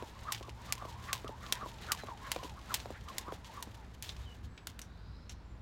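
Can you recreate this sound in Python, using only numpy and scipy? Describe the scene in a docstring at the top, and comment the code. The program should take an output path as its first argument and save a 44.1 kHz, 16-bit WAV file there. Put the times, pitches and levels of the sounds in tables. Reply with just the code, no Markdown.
"""Wind or far traffic rumbles as someone skips with a thin speed rope on wet paving, by stone park steps.
The cord whistles through the air on every turn, shoes land with hollow pats, and the cord cracks on the
ground, throwing up spray. About two seconds in, a bird calls faintly. Near four seconds the skipping winds
down into loose flicks and the handles knock together, while the bird calls again and a far hiss glides."""
import sys
import numpy as np
from scipy import signal
from scipy.fft import rfft, irfft, next_fast_len
from scipy.io import wavfile
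from scipy.ndimage import uniform_filter1d

SR = 44100
rng = np.random.default_rng(int(sys.argv[2]) if len(sys.argv) > 2 else 0)


def file_out(sig):
    """Save sig as 16-bit WAV at sys.argv[1]."""
    # one column per channel
    cols = np.atleast_2d(sig).T
    # limit, then scale
    lim = np.clip(cols, -1, 1)
    pcm = np.round(lim * 32767).astype(np.int16)
    wavfile.write(sys.argv[1], SR, pcm)


N = 247401
TIME = np.arange(N) / SR

# The cord hits the paving. Each row: start in seconds, relative level in dB, contact time in
# milliseconds, brightness in dB, relative spray level in dB.
SLAPS = [(0.3218, -32.5, 5.05, 6, -54), (0.7243, -29.5, 0.87, 6.5, -57.5), (1.13, -30, 3.95, 1.5, -54),
         (1.5244, -27, 1.3, 2, -57), (1.9194, -27.5, 2.44, 5, -57.5), (2.3173, -30.5, 1.6, 2.5, -55),
         (2.742, -28.5, 5.4, 7.5, -54), (3.1823, -34, 2.6, 6.5, -70), (3.626, -41, 3.6, 7, -84),
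         (4.0245, -42, 2.05, 17.5, -55.5), (4.671, -40, 1.86, 4, -66), (4.792, -46.5, 1.95, 1.5, -78)]
# How hard the person skips. Each row: time in seconds, level change in dB.
EFFORT = [(0, 4), (0.42, -5), (0.54, -2.5), (0.66, -0.5), (1.15, 1), (1.34, -3), (1.5, 1.5), (2.3, 1),
          (2.9, 0.5), (3.38, -2), (3.55, -1), (3.82, -5.5), (4.1, -6.5), (4.35, -10.5), (4.55, -14),
          (5.6, -22)]
# The tone of drops, swishing air and wet grit. Each row: frequency in Hz, relative strength in dB.
SPRAY_SPECTRUM = [(400, -23.5), (800, -1), (1500, -6), (3000, 3.5), (4500, -1), (6500, -6), (10000, -14),
                  (16000, -13.5)]
SWISH_SPECTRUM = [(120, -1.5), (205, 11), (280, 1), (600, 4), (1300, 0.5), (1800, 2), (2400, -3),
                  (3800, -3), (5500, -11), (8000, -17), (16000, -35.5)]
FIZZ_SPECTRUM = [(2000, -8), (4000, 0), (7000, 3), (9000, -6.5), (12000, -4.5), (16000, -11)]


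def from_db(db):
    """Turn decibels into a number to multiply by."""
    return 10 ** (np.asarray(db) / 20)


def rms_one(x):
    """Scale a signal so that its average power is 1."""
    return x / np.sqrt(np.mean(x ** 2) + 1e-20)


def in_time(rows):
    """Join rows of (seconds, values...) with straight lines: one curve for each value."""
    times, *columns = np.transpose(rows)
    return [np.interp(TIME, times, column) for column in columns]


def bells(rows):
    """Add up smooth bumps. Each row: middle in seconds, half length in seconds, height."""
    t = TIME[::SR // 1000]
    middle, half_length, height = np.transpose(rows)[:, :, None]
    return np.interp(TIME, t, (height * np.exp(-((t - middle) / half_length) ** 2)).sum(axis=0))


def add(out, start, sound):
    """Mix a sound in at a start time in seconds."""
    i = int(np.clip(start * SR, 0, N - 1))
    out[i:i + len(sound)] += sound[:N - i]


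def lowpass(x, hz):
    """Gently turn down everything above hz."""
    return signal.sosfilt(signal.butter(2, min(hz, SR / 2 - 1), fs=SR, output="sos"), x + 1e-18)


def band(x, hz, width):
    """Keep the sound around hz; width is a share of that frequency."""
    return signal.lfilter(*signal.iirpeak(hz, 1 / width, fs=SR), x)


def colour(x, spectrum):
    """Give a sound the tone of a spectrum table; white noise keeps its power."""
    size = next_fast_len(N + SR // 4, real=True) // 2 * 2
    hz, db = np.transpose(spectrum)
    bin_hz = np.arange(size // 2 + 1) * SR / size
    gain = rms_one(from_db(np.interp(np.log(bin_hz + 1), np.log(hz), db)))
    # make the filter ring only after a click, never before it
    cepstrum = irfft(np.log(gain))
    cepstrum[1:size // 2] *= 2
    cepstrum[size // 2 + 1:] = 0
    return irfft(rfft(x, size) * np.exp(rfft(cepstrum)))[:N]


def drift(rate_hz):
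    """A smooth random wander, about 1 in size."""
    return rms_one(lowpass(rng.standard_normal(N + SR), rate_hz)[SR:])


def grains(per_s, spread_db):
    """Random clicks of uneven size."""
    sizes = from_db(spread_db * np.minimum(rng.exponential(1, N), 4)) * rng.choice([-1, 1], N)
    return rms_one(sizes * (rng.random(N) < per_s / SR))


def swings():
    """The cord's pitch and level climb with each swing and sink as it coasts; the fastest swing leads."""
    # The whistle surges about three times a jump. Each row: time of top speed in seconds, top pitch
    # in Hz, relative level in dB, length in seconds, delay of the loudest moment in seconds.
    surges = [(0.0, 1060, -47.5, 0.039, 0), (0.17, 1055, -55, .06, 0.0054), (0.28, 1270, -40, 0.024, 0.01),
              (0.449, 1120, -51, .04, 0), (0.6, 980, -52.5, 0.047, 0), (0.692, 1220, -52, 0.039, 0.01),
              (0.823, 1190, -46.5, 0.052, 0.004), (0.92, 890, -49.5, 0.032, 0.025),
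              (1.004, 1060, -53, .075, 0), (1.1, 1180, -44, 0.049, 0.0085),
              (1.262, 1232, -48.5, .024, 0.0044), (1.313, 924, -47, 0.025, .014),
              (1.44, 1190, -52, .07, 0.036), (1.565, 1000, -47, 0.029, 0.0031), (1.618, 1210, -42, .036, 0),
              (1.72, 930, -54, .07, 0), (1.891, 1420, -38.5, 0.024, 0.021),
              (2.073, 1160, -44, 0.032, 0.033), (2.26, 1100, -48, .06, 0.00044),
              (2.421, 1060, -47, 0.058, 0.00042), (2.531, 800, -53.5, .03, .01),
              (2.579, 1150, -49, 0.018, 0), (2.705, 1340, -38.5, .014, 0.0088),
              (2.87, 951, -59, 0.098, 0.0024), (3.086, 1210, -46, .021, 0.0038),
              (3.195, 1031, -54, .025, 0), (3.285, 1150, -42.5, 0.029, 0.004),
              (3.448, 970, -52.5, .07, 0.05), (3.573, 1150, -47, 0.041, .015), (3.77, 937, -58.5, .06, .02),
              (4.05, 1000, -64, 0.048, 0)]
    pitch_sag, fade_db = 0.165, 7.5   # how fast pitch and level drop away from the top
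    wind_up, rounding = 1.3, 0.3   # speed rises faster than it falls, over a blunt top
    slack_hz = 600   # the coasting cord sinks no lower
    top_time, top_hz, top_db, length, delay = np.transpose(surges)[:, :, None]
    t = TIME[::SR // 500]

    def away(moment):
        offset = (t - moment) / length
        return np.hypot(np.where(offset < 0, wind_up * offset, offset), rounding) - rounding

    hz = np.maximum((top_hz * np.exp(-pitch_sag * away(top_time))).max(axis=0), slack_hz)
    level_db = (top_db - fade_db * away(top_time + delay)).max(axis=0)
    hz, level_db = in_time(np.column_stack([t, hz, level_db]))
    shiver = 1 + 0.012 * drift(15.9)   # the loop shivers as it turns
    return hz * shiver, level_db


def whistle():
    """Swirls of air peel off the cord: almost a pure tone when it is slow, a rough rush when whipped."""
    hz, level_db = swings()
    speed = hz / 1000
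    rotation = np.exp(2j * np.pi * np.cumsum(hz) / SR)

    def swirls(width_hz):
        return rms_one(np.real(rotation * (drift(width_hz) + 1j * drift(width_hz))))

    # the tone stands out while the cord sweeps past, which is when its pitch falls
    passing = np.tanh(-uniform_filter1d(np.gradient(hz), size=SR // 60) * SR / 2500)
    jitter = 0.5 * speed ** 2 * drift(50)
    tone = rms_one(np.real(rotation * np.exp(1j * jitter)))
    tone *= from_db(2.5 * passing + 3 * drift(50))
    rush = 0.5 * speed ** 2 * swirls(86) + 0.18 * speed ** 3 * swirls(503)
    return from_db(level_db) * (0.5 * tone + rush)


def jumps():
    """How many dB the swish and the fizz rise during the three parts of every jump."""
    # Each part: seconds after the slap, half length in seconds, swish rise in dB, fizz rise in dB.
    downstroke = (-0.46, 0.0716, 8.5, 9)
    follow_through = (0.084, 0.051, 3.6, 4.5)
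    landing = (0.169, 0.034, 2.6, 6.1)
    swish, fizz = 0, 0
    for after, half_length, swish_db, fizz_db in (downstroke, follow_through, landing):
        swell = bells([(slap[0] + after, half_length, 1) for slap in SLAPS])
        swish += swish_db * swell
        fizz += fizz_db * swell
    return swish, fizz


def swish_and_fizz():
    """Cord and clothes swish through the air, and the wet paving gives a fine fizz."""
    effort_db, = in_time(EFFORT)
    swish_rise_db, fizz_rise_db = jumps()
    swish_db = -61.5 + effort_db + swish_rise_db + 1.1 * drift(25)
    fizz_db = -73.5 + effort_db + fizz_rise_db + 2.8 * drift(45)
    swish = colour(rng.standard_normal(N), SWISH_SPECTRUM)
    fizz = colour(grains(per_s=8100, spread_db=5.5), FIZZ_SPECTRUM)
    return from_db(swish_db) * swish + from_db(fizz_db) * fizz


def rumble_and_hush():
    """A low rumble of wind or far traffic, with brief buffets and dips, under a steady hush."""
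    # The tone of each. Each row: frequency in Hz, relative strength in dB.
    rumble_spectrum = [(20, -31), (32, -19.5), (42, -10), (54, 6), (75, 0.5), (100, -4.5), (120, -10.5),
                       (150, -15.5), (220, -19.5), (400, -37.5), (16000, -130)]
    hush_spectrum = [(100, -2.5), (180, -0.5), (300, -7.5), (600, -13.5), (1000, -12.5), (1600, -18.5),
                     (3000, -26.5), (4500, -29), (7500, -39.5), (10000, -45.5), (16000, -50)]
    # Brief rises and dips. Each row: middle in seconds, half length in seconds, change in dB.
    buffets = [(0.53, 0.018, 5), (1.04, 0.062, 2.5), (1.6, 0.089, -2), (2.52, .03, 6.5), (2.62, .03, 0.5),
               (2.78, 0.061, 5), (3.04, 0.039, 8), (3.13, 0.036, -10), (3.5, .045, -8), (4.2, .08, 8),
               (4.46, 0.047, 9.5), (4.61, 0.068, -8), (5.12, 0.12, 5), (5.33, 0.037, 4.5), (5.53, 0.077, 4)]
    rumble_db = -53 + bells(buffets) + 0.7 * drift(7.6)
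    rumble = colour(rng.standard_normal(N), rumble_spectrum)
    rumble /= np.sqrt(uniform_filter1d(rumble ** 2, size=SR // 12))   # even out the noise first
    hush = colour(rng.standard_normal(N), hush_spectrum)
    return from_db(rumble_db) * rumble + from_db(-57.5) * hush


def engine():
    """One far engine drones, wavering with distance."""
    # Its hum. Each row: time in seconds, pitch in Hz, level in dB.
    hum = [(0, 110, -58.5), (.4, 112, -53.5), (.8, 117, -51), (1.5, 121, -55.5), (2.3, 120, -60),
           (2.9, 116, -58), (3.6, 113, -58.5), (5.61, 103, -60)]
    hz, level_db = in_time(hum)
    gain = from_db(level_db + 2.0 * drift(9.2))
    return gain * np.sin(2 * np.pi * np.cumsum(hz) / SR + 0.47 * drift(5.3))


def shoes():
    """Air squeezed from under a sole gives a pat that falls in pitch; harder landings smack brighter."""
    # Each row: start of a landing in seconds, relative level in dB, pitch in Hz that the pat falls past.
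    landings = [(0.023, -34, 398), (0.408, -39.5, 520), (0.481, -42, 630), (0.822, -39.5, 754),
                (0.85, -36.5, 547), (1.244, -36.5, 375), (1.291, -37.5, 503), (1.627, -40.5, 460),
                (1.659, -38, 415), (2.034, -36, 535), (2.084, -40, 587), (2.361, -30, 554),
                (2.429, -38.5, 565), (2.445, -40.5, 305), (2.856, -36, 546), (2.903, -36, 487),
                (3.281, -38, 318), (3.321, -34, 541.6), (3.672, -41, 358)]
    # The tone of a sole on stone. Each row: frequency in Hz, relative strength in dB.
    scuff_spectrum = [(100, -29.5), (250, 5), (370, 4), (600, -5), (1000, -14.5), (1500, -25), (4000, -32),
                      (16000, -36)]
    out, scuff, t = np.zeros(N), np.zeros(N), np.arange(SR // 12) / SR
    for start, level_db, pat_hz in landings:
        hz = pat_hz * (0.677 + 1.33 * np.exp(-t / 0.0013))
        pat = np.sin(2 * np.pi * np.cumsum(hz) / SR) * (1 - np.exp(-t / 0.0005)) * np.exp(-t / 0.002)
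        smack = lowpass(rng.standard_normal(len(t)) * np.exp(-t / 0.0015), 2600)
        gain = from_db(level_db + 8.0)
        add(out, start + 0.001465, gain * (pat + from_db(level_db + 28.0) * smack))
        add(out, start + rng.uniform(0.00548, 0.00979), gain * 0.37 * pat)   # the rest of the sole lands
        add(scuff, start + 0.00206, gain * rng.standard_normal(len(t)) * np.exp(-t / 0.0076))
    return out + from_db(-16) * colour(scuff, scuff_spectrum)


def scrapes():
    """Wet grit crunches under soles and cord in a dense run of tiny clicks."""
    # Each row: middle of a scrape in seconds, half length in seconds, relative level in dB.
    drags = [(0.084, 0.031, -64.5), (0.43, 0.0074, -73), (0.495, 0.007, -65), (0.662, .012, -60.5),
             (0.898, 0.017, -60.5), (1.047, 0.018, -60.5), (1.688, 0.02, -59), (1.992, 0.017, -60.5),
             (2.45, 0.022, -58), (3.095, .012, -59), (3.34, 0.017, -60), (3.469, 0.017, -61.5),
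             (3.75, 0.0084, -61.5), (3.947, 0.0082, -63), (4.043, 0.0055, -55), (4.088, 0.044, -59),
             (4.351, .008, -69), (4.449, 0.017, -67), (4.697, 0.0094, -61), (5.317, .014, -63)]
    pressure = bells([(middle, half_length, from_db(db)) for middle, half_length, db in drags])
    grit = colour(grains(per_s=3900, spread_db=3.5), FIZZ_SPECTRUM)
    crunch = grit + 5.4 * band(grains(per_s=2300, spread_db=2.0), 3340, width=0.45)
    rub = colour(rng.standard_normal(N), SWISH_SPECTRUM)
    return pressure * (from_db(-1.5) * crunch + from_db(-1) * rub)


def slaps():
    """The cord lays itself along the stone: a few hard touches in a row, and the film of water bursts."""
    # The tone of the crack. Each row: frequency in Hz, relative strength in dB.
    crack_spectrum = [(150, -16), (500, -9.5), (800, -6.5), (1150, -3.5), (2000, -1), (2850, -2.5),
                      (3400, -2), (4000, -0.5), (5000, -3.5), (7000, -3.5), (10000, -7.5), (13000, -8),
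                      (16000, -15)]
    out, t = np.zeros(N), np.arange(SR // 25) / SR
    for start, level_db, contact_ms, bright_db, _ in SLAPS:
        contact_s = contact_ms / 1000
        touches = np.zeros(len(t))
        touches[0] = 1
        later_s = (np.arange(3) + rng.uniform(0.2, 1, size=3)) / 3 * contact_s
        touches[(later_s * SR).astype(int)] += rng.choice([-1, 1], size=3) * rng.uniform(0.79, 1, size=3)
        film = rng.standard_normal(len(t)) * np.exp(-t / (0.0048 + 0.7 * contact_s))
        hit = touches + 0.69 * film * np.linalg.norm(touches) / np.linalg.norm(film)
        treble = signal.sosfilt(signal.butter(2, 4200, "high", fs=SR, output="sos"), hit)
        hit = lowpass(hit, 3000) - from_db(bright_db - 3.0) * treble
        add(out, start, from_db(level_db + 22.5) * hit / np.linalg.norm(lowpass(hit, 10700)))
    return colour(out, crack_spectrum)


def spray():
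    """Each slap flings up a fine mist and a few fat drops that click back one by one."""
    amount, t = np.zeros(N), np.arange(SR // 3) / SR
    for start, *_, spray_db in SLAPS:
        add(amount, start, from_db(spray_db + 12.0) * (1 - np.exp(-t / 0.0036)) * np.exp(-t / 0.032))
    mist = grains(per_s=4000, spread_db=1.0)
    drops = grains(per_s=220, spread_db=2.5)
    return colour(amount * (mist + 1.77 * drops) / 2, SPRAY_SPECTRUM)


def splashes():
    """Tiny splashes, each a soft click and a brief crackle; fainter drips fall at random."""
    # The loudest wet ticks of soles and cord. Each row: start in seconds, relative level in dB.
    ticks = [(0.3461, -31), (0.378, -38), (0.427, -37.5), (0.4933, -37), (1.278, -35.5), (1.4635, -39.5),
             (1.8326, -41), (1.8657, -40), (1.9734, -39), (2.0683, -43.5), (2.36, -37), (2.4336, -35),
             (2.4942, -40), (2.754, -39), (2.7635, -37), (2.8, -34), (3.0849, -38.5), (3.4449, -39),
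             (4.1644, -43.5)]
    drips_per_s = 11
    out, t = np.zeros(N), np.arange(SR // 30) / SR
    crackle = grains(per_s=3500, spread_db=2.0)
    effort_db, = in_time(EFFORT)
    drip_db = -47.5 + effort_db + 1.5 * rng.standard_normal(N)
    falls = rng.random(N) < drips_per_s / SR
    for k, (start, level_db) in enumerate([*ticks, *zip(TIME[falls], drip_db[falls])]):
        piece = crackle.take(k * len(t) + np.arange(len(t)), mode="wrap")
        splash = 0.42 * piece * np.exp(-t / 0.006)
        splash[0] = 3.0   # the click
        add(out, start + 0.001054, splash * from_db(level_db - 1.5))
    return lowpass(colour(out, SPRAY_SPECTRUM), 10600)


def whooshes():
    """Short, broad whooshes with no clear pitch come during the skipping."""
    # Each row: middle of a whoosh in seconds, half length in seconds, level in dB, centre in Hz.
    rushes = [(0.357, 0.017, -54, 1900), (1.094, 0.015, -45, 1610), (1.448, 0.023, -55, 1510),
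              (1.567, 0.023, -51, 1752), (2.003, 0.019, -50, 1612), (2.271, .03, -51, 1540),
              (2.963, .025, -54, 1680), (3.84, 0.025, -62.5, 1614)]
    out = np.zeros(N)
    for middle, half_length, level_db, hz in rushes:
        swell = np.exp(-np.linspace(-2, 2, int(4 * half_length * SR)) ** 2)
        rush = band(band(rng.standard_normal(len(swell)), hz, width=0.41), hz, width=0.83)
        add(out, middle - 2 * half_length, from_db(level_db) * swell * rms_one(rush))
    return out


def bird():
    """A bird's thin whistles glide and settle, blurred by distance."""
    # Each row: start and length of a call in seconds, first and last pitch in Hz, level in dB.
    calls = [(1.985, 0.082, 4020, 4010, -59), (4.189, 0.09, 4050, 3700, -65.5),
             (4.241, 0.12, 3300, 2910, -57.5), (4.432, 0.28, 7500, 7800, -78),
             (5.423, 0.17, 7560, 7200, -78)]
    out = np.zeros(N)
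    for start, length, start_hz, end_hz, level_db in calls:
        progress = np.linspace(0, 1, int(length * SR))
        waver, flutter = drift(130)[:len(progress)], drift(60)[:len(progress)]
        hz = end_hz + (start_hz - end_hz) * (1 - progress) ** 4 + 45 * waver
        gain = from_db(level_db + 2.93 * flutter) * np.sin(np.pi * progress)
        add(out, start, gain * np.sin(2 * np.pi * np.cumsum(hz) / SR))
    return out


def handles():
    """Gathered in one hand, the hollow plastic handles clack, chatter and ring very briefly."""
    # Each row: start of a knock in seconds, relative level in dB, ring in Hz, treble cut-off in Hz.
    knocks = [(4.092, -23, 3520, 5370), (4.577, -33, 2520, 4000), (4.816, -29, 5700, 13100),
              (5.295, -29, 5530, 6100)]
    out, t = np.zeros(N), np.arange(SR // 15) / SR
    for start, level_db, ring_hz, cut_hz in knocks:
        chatter = rng.standard_normal(len(t)) * (np.exp(-t / 0.0042) + 0.27 * np.exp(-t / 0.023))
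        chatter[0] = 4   # the first clack
        shell = band(lowpass(chatter, cut_hz), 3780, width=1.3)
        knock = shell + 2.0 * band(chatter, ring_hz, width=0.082)
        add(out, start, from_db(level_db + 8.0) * knock / np.linalg.norm(knock))
    return out


def far_hiss():
    """Narrow bands of far hiss swell, slide in pitch and fade."""
    # Each row: start and length in seconds, first and last pitch in Hz, half width in Hz, level in dB.
    glides = [(4.1, 1.28, 1850, 1350, 90.3, -70), (4.65, 0.91, 3645, 4300, 260, -72),
              (4.805, 0.7, 4350, 5570, 260, -74.5)]
    out = np.zeros(N)
    for start, length, start_hz, end_hz, width_hz, level_db in glides:
        progress = np.clip((TIME - start) / length, 0, 1)
        tone = np.sin(2 * np.pi * np.cumsum(start_hz + (end_hz - start_hz) * progress) / SR)
        out += from_db(level_db) * np.sin(np.pi * progress) * rms_one(tone * drift(width_hz))
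    return out


def stonework(x):
    """Sound bounces off the stone steps and the wall, adding a few dull echoes and a short scatter."""
    # Each row: delay of an echo in seconds, level in dB.
    echoes = [(.0075, -28), (0.012, -23.5), (.022, -30), (0.029, -21.5), (.037, -53)]
    out, dull, t = x.copy(), lowpass(x, 12000), np.arange(SR // 3) / SR
    for delay, echo_db in echoes:
        add(out, delay, from_db(echo_db) * dull)
    scatter = rng.standard_normal(len(t)) * (1 - np.exp(-t / 0.0058)) * np.exp(-t / 0.044)
    scatter /= np.linalg.norm(scatter)
    return out + from_db(-20.5) * signal.fftconvolve(lowpass(x, 3300), scatter)[:N]


def scene():
    """Mix the skipper by the stonework with the park around, in one channel."""
    echoing = stonework(slaps() + shoes() + splashes() + handles() + whistle() + whooshes())
    skipper = echoing + spray() + swish_and_fizz() + scrapes()
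    return (skipper + rumble_and_hush() + engine() + bird() + far_hiss())[None]


def record(dry):
    """Cut off the very highest treble steeply."""
    cutoff_hz = 16400
    return signal.sosfilt(signal.ellip(10, 0.2, 80, cutoff_hz, fs=SR, output="sos"), dry)


dry = scene()
out = record(dry)
file_out(out)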